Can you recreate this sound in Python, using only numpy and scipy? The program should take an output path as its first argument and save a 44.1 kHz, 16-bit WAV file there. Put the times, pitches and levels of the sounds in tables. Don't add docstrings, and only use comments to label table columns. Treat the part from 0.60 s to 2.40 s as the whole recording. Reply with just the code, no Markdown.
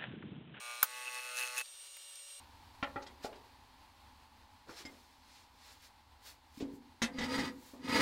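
import sys
import numpy as np
from scipy import signal
from scipy.fft import rfft, irfft
from scipy.io import wavfile
from scipy.ndimage import uniform_filter1d

SR = 44100
rng = np.random.default_rng(int(sys.argv[2]) if len(sys.argv) > 2 else 0)


def linear_from_db(decibels):
    return 10 ** (np.asarray(decibels, float) / 20)


def to_wav(s):
    ch = np.atleast_2d(s).T
    pcm = np.round(np.clip(ch, -1, 1) * 32767)
    wavfile.write(sys.argv[1], SR, pcm.astype(np.int16))


N = 79380
CRACK_S, STOP_S = .2285, 1.017


def level(x):
    return x / np.sqrt(np.mean(x ** 2))


def run_level(x, times):
    first, last = int(times.min() * SR), int(times.max() * SR)
    return x / np.sqrt(np.mean(x[first:last] ** 2))


def band(x, hz, width):
    return signal.lfilter(*signal.iirpeak(hz, hz / width, fs=SR), x)


def bands(x, table):
    return sum(linear_from_db(db) * band(x, hz, width) for hz, width, db in table)


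def mode(x, hz, t60):
    p = np.exp(2j * np.pi * hz / SR - np.log(1000) / (t60 * SR))
    return signal.lfilter([1], [1, -p], x).imag


def colour(x, hz, db, size=4096):
    f = np.maximum(np.arange(size // 2 + 1) * SR / size, 1)
    cepstrum = irfft(np.interp(np.log(f), np.log(hz), db) * np.log(10) / 20)
    cepstrum[1:size // 2] *= 2
    cepstrum[size // 2 + 1:] = 0
    impulse = irfft(np.exp(rfft(cepstrum)))
    return signal.fftconvolve(x, impulse)[:N]


def walk(rate):
    k = int(SR / rate)
    held = np.repeat(rng.standard_normal(N // k + 1), k)
    return 1.18 * uniform_filter1d(uniform_filter1d(held, k), k)[:N]


def steps(times, jitter_s, scatter_db):
    chance = rng.standard_normal((len(times), 2))
    at = np.clip((times + jitter_s * chance[:, 0]) * SR, 0, N - 2)
    force = linear_from_db(scatter_db * chance[:, 1])
    x, i = np.zeros(N), at.astype(int)
    np.add.at(x, i, force * (1 - at + i))
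    np.add.at(x, i + 1, force * (at - i))
    return x


def decay(x, tau):
    return signal.lfilter([1], [1, -np.exp(-1 / (tau * SR))], x)


def spread(x, lags=(13, 31), g=.5):
    for lag in lags:
        a = np.zeros(lag + 1)
        a[0], a[-1] = 1, -g
        x = signal.lfilter(a[::-1], a, x)
    return x


# (time [s], frequency [Hz])
FAN_PITCH = [(0, 8601), (.45, 8604), (1.0, 8634), (1.2, 8585), (1.4, 8558), (1.8, 8546)]
# (multiple, level [dB])
BLADE_TONES = [(1, -23), (2, -22), (4, -21.5), (5, -12), (7, -16.5), (9, -18), (10, -11.5), (11, -32),
               (12, -14), (15, -2.5), (16, -15.5), (20, -25)]
# (time [s], level [dB])
WHINE_LEVEL = [(0, -53), (1.0, -51.5), (1.15, -55), (1.3, -52.5), (1.8, -52)]


def fan_whine(t):
    blade_hz = np.interp(t, *np.array(FAN_PITCH).T) / 15 * (1 + .0004 * walk(40))
    phase = 2 * np.pi * np.cumsum(blade_hz) / SR
    tone = 0
    for k, db in BLADE_TONES:
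        tone = tone + linear_from_db(db + 2.0 * walk(24.74)) * np.sin(k * phase + rng.uniform(0, 6))
    return 1.126 * linear_from_db(np.interp(t, *np.array(WHINE_LEVEL).T)) * tone


# (frequency [Hz], level [dB per Hz])
AIR_COLOUR = [(300, -20.5), (600, -13.5), (2000, -11.5), (3600, -2.5), (5200, -9), (7500, -10),
              (8400, -3.5), (9600, -13), (15500, -19)]


def fan_air():
    flicker = linear_from_db(0.98 * walk(29.7))
    air = flicker * level(colour(rng.standard_normal(N), *np.array(AIR_COLOUR).T))
    return linear_from_db(-56) * .85 * (air + .45 * np.roll(air, 97) + .3 * np.roll(air, 241))


def rumble():
    low = signal.butter(5, 86.6, fs=SR, output="sos")
    return linear_from_db(-86.5) * level(signal.sosfilt(low, rng.standard_normal(N)))


def shake(t):
    return linear_from_db(-86) * level(band(rng.standard_normal(N), 297, 120)) * (t < STOP_S)


def hum(x, rate, orders):
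    k, db = np.array(orders).T
    hz = np.append(k * rate, [4200, 6000])
    x = spread(colour(x, hz, np.append(db, [-26, -50])), (11, 29, 67), .6)
    return x + .5 * walk(14) * spread(x, (97, 211), .6)


# (centre [Hz], width [Hz], level [dB])
GEAR_RATTLE = [(1796, 580, -3), (2636, 290, -4), (3930, 2150, -0.5), (6460, 660, -2.5), (8600, 3000, -4.5),
               (10520, 1540, -1), (14700, 1100, -8)]


def rattle(times):
    out = 0
    for hz, width, db in GEAR_RATTLE:
        contact = decay(steps(times, .0004, 2.5), 0.0015) + 0.29
        puff = contact * rng.standard_normal(N)
        out = out + linear_from_db(db) * level(band(band(puff, hz, width), hz, 2.45 * width))
    return out


# (multiple of the step rate, level [dB])
LOADED_HUM = [(1, -40), (2, -40), (3, -29), (4, -14), (5, -12), (6, -15), (7, -9), (8, -13), (9, -9),
              (10, 0), (11, -19), (12, -5), (13, -11), (14, -15), (15, -17), (16, -15), (17, -17),
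              (18, -14), (19, -1), (20, -10), (21, -3), (22, -4), (23, -10), (24, -13), (25, -13),
              (26, -18), (27, -18), (28, -9), (29, -20), (30, -14)]
# (centre [Hz], width [Hz], level [dB])
LOADED_KNOCK = [(3300, 180, -19), (4060, 170, 4), (5220, 130, -2), (5870, 200, -28)]


def loaded_motor(t):
    rate_hz, last_s = 120.15, .2208
    times = last_s - np.arange(int(last_s * rate_hz) + 1) / rate_hz
    knock = run_level(bands(steps(times, .00002, 1.2), LOADED_KNOCK), times)
    buzz = run_level(hum(steps(times, .00001, 1.0), rate_hz, LOADED_HUM), times)
    out = linear_from_db(-48) * buzz + linear_from_db(-54 + 2.0 * walk(8.3)) * knock
    return out + linear_from_db(-56.5) * run_level(rattle(times), times) * (t < CRACK_S)


# (time after the crack [s], level [dB])
SLIP_HITS = [
    (0, -5.5),
    (.0004, -0.5),
    (.001, -1.5),
    (.002, -4.5),
    (.006, -14),
    (.013, -16.5),
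]


def slips():
    return sum(linear_from_db(db) * steps(np.array([CRACK_S + s]), 0, 0) for s, db in SLIP_HITS)


# (frequency [Hz], level [dB], t60 [s])
CRACK_MODES = [(854, -4.5, .04), (1360, -14, 0.015), (1504, -7, 0.092), (1770, -16, 0.024),
               (2257, -0.5, 0.021), (5500, -11.5, 0.018), (9520, 0, 0.01), (12200, 13, 0.011)]
# (frequency [Hz], level [dB per Hz])
SNAP_COLOUR = [(180, -24), (300, -27), (1460, -0.5), (1870, -11), (5800, -16), (6410, -10), (8360, -17),
               (12300, -5.5), (16000, -11.5)]


def crack(hit):
    body = sum(linear_from_db(db) * mode(hit, hz, t60) for hz, db, t60 in CRACK_MODES)
    envelope = linear_from_db(-21) * decay(hit, 0.00081) + linear_from_db(-34) * decay(hit, 0.0086)
    snap = envelope * level(colour(rng.standard_normal(N), *np.array(SNAP_COLOUR).T))
    return linear_from_db(-27) * body + snap


def thud(hit):
    return linear_from_db(-53.5) * mode(hit, 144, 0.014)


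# (frequency [Hz], t60 [s], level [dB])
CASE_MODES = [(2611, .05, 0), (2742, .035, -7), (1490, .03, -12)]


def case_ring(t, times):
    hits = steps(times, .00005, 2.2)
    ring = sum(linear_from_db(db) * level(mode(hits, hz, t60)) for hz, t60, db in CASE_MODES)
    return run_level(ring, times) * np.interp(t, [0.314, 0.354], [.45, 1])


# (multiple of the step rate, level [dB])
FREE_HUM = [(1, -50), (2, -46), (3, -34), (4, -15), (5, -14), (6, -32), (7, -8), (8, -29), (9, -7),
            (10, -9), (11, -10), (12, -9), (13, -15), (14, -13), (15, -16), (16, -9), (17, -10), (18, -18),
            (19, -20), (20, -16), (21, -16), (22, -16), (23, -17), (24, -18), (25, -24), (26, -26),
            (27, -19), (28, -20), (29, -22), (30, -22)]
# (centre [Hz], width [Hz], level [dB])
FREE_GEARS = [(3920, 130, -1), (4320, 83, 10), (4900, 210, -9), (5300, 340, -1)]
# (time [s], frame hum [dB], case ring [dB], rattle [dB])
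FREE_RUN = [
    [(0.27, -52, -57.5, -65), (0.444, -51.5, -52.5, -61), (0.482, -51.5, -42, -61.5),
     (0.514, -50, -57, -61), (0.55, -49, -52, -57), (0.586, -46.5, -45, -59.5), (0.614, -51, -51.5, -61),
     (0.656, -48.5, -49, -59.5), (0.73, -47, -51, -60)],
    [(0.745, -49, -47.5, -58), (0.787, -45.5, -40, -46.5), (0.839, -45.5, -38, -53),
     (0.873, -47.5, -52, -54.5), (0.897, -47.5, -44, -59.5), (0.953, -45.5, -68, -57.5),
     (0.983, -48, -36, -44.5), (1.009, -45, -44.5, -53.5), (1.02, -49, -39.5, -50.5)],
]


def free_motor(t):
    rate_hz, step_s = 124.03, .2702
    times = step_s + np.arange(-4, int((STOP_S - step_s) * rate_hz) + 1) / rate_hz
    s, hum_db, ring_db, rattle_db = np.concatenate(FREE_RUN).T
    running = np.clip((STOP_S + 0.0084 - t) / 0.0073, 0, 1) * (t > CRACK_S)
    knock = run_level(spread(bands(steps(times, .00001, 2.0), FREE_GEARS)), times)
    ring = case_ring(t, times)
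    buzz = run_level(hum(steps(times, .00001, 0.88), rate_hz, FREE_HUM), times)
    out = linear_from_db(-0.16 + np.interp(t, s, hum_db)) * (buzz + linear_from_db(-8.5) * knock)
    out = out + linear_from_db(np.interp(t, s, ring_db)) * ring
    return out + linear_from_db(7.5 + np.interp(t, s, rattle_db)) * running * run_level(rattle(times), times)


# (time [s], level [dB], low edge [Hz], high edge [Hz])
SETTLING = [
    (1.058, -38.5, 2500, 6000),
    (1.368, -38.5, 900, 2800),
    (1.368, -42, 11000, 15700),
    (1.556, -39, 9000, 11500),
    (1.556, -38.5, 4500, 7460),
]


def ticks():
    out = 0
    for s, db, low_hz, high_hz in SETTLING:
        click = decay(steps(np.array([s]), 0, 0), 0.0024) * rng.standard_normal(N)
        edges = signal.butter(2, [low_hz, high_hz], "band", fs=SR, output="sos")
        out = out + linear_from_db(db) * signal.sosfilt(edges, click)
    return out


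def scene():
    t = np.arange(N) / SR
    fan = fan_whine(t) + fan_air()
    low = rumble()
    hit = slips()
    snap = crack(hit)
    low = low + shake(t) + thud(hit)
    motor = loaded_motor(t) + free_motor(t)
    duck = linear_from_db(-47 * ((t > CRACK_S - 0.0043) & (t < CRACK_S)))
    bass_cut = signal.butter(5, 380, "high", fs=SR, output="sos")
    near = signal.sosfilt(bass_cut, (motor + fan) * duck + ticks() + snap)
    return (near + low)[None]


def roll_off(x):
    return signal.sosfilt(signal.butter(12, 16370, fs=SR, output="sos"), x)


def record(dry):
    top_cut = signal.ellip(14, .3, 70, 15790, fs=SR, output="sos")
    mix = signal.sosfilt(top_cut, dry)
    return roll_off(mix)


dry = scene()
out = record(dry)
to_wav(out)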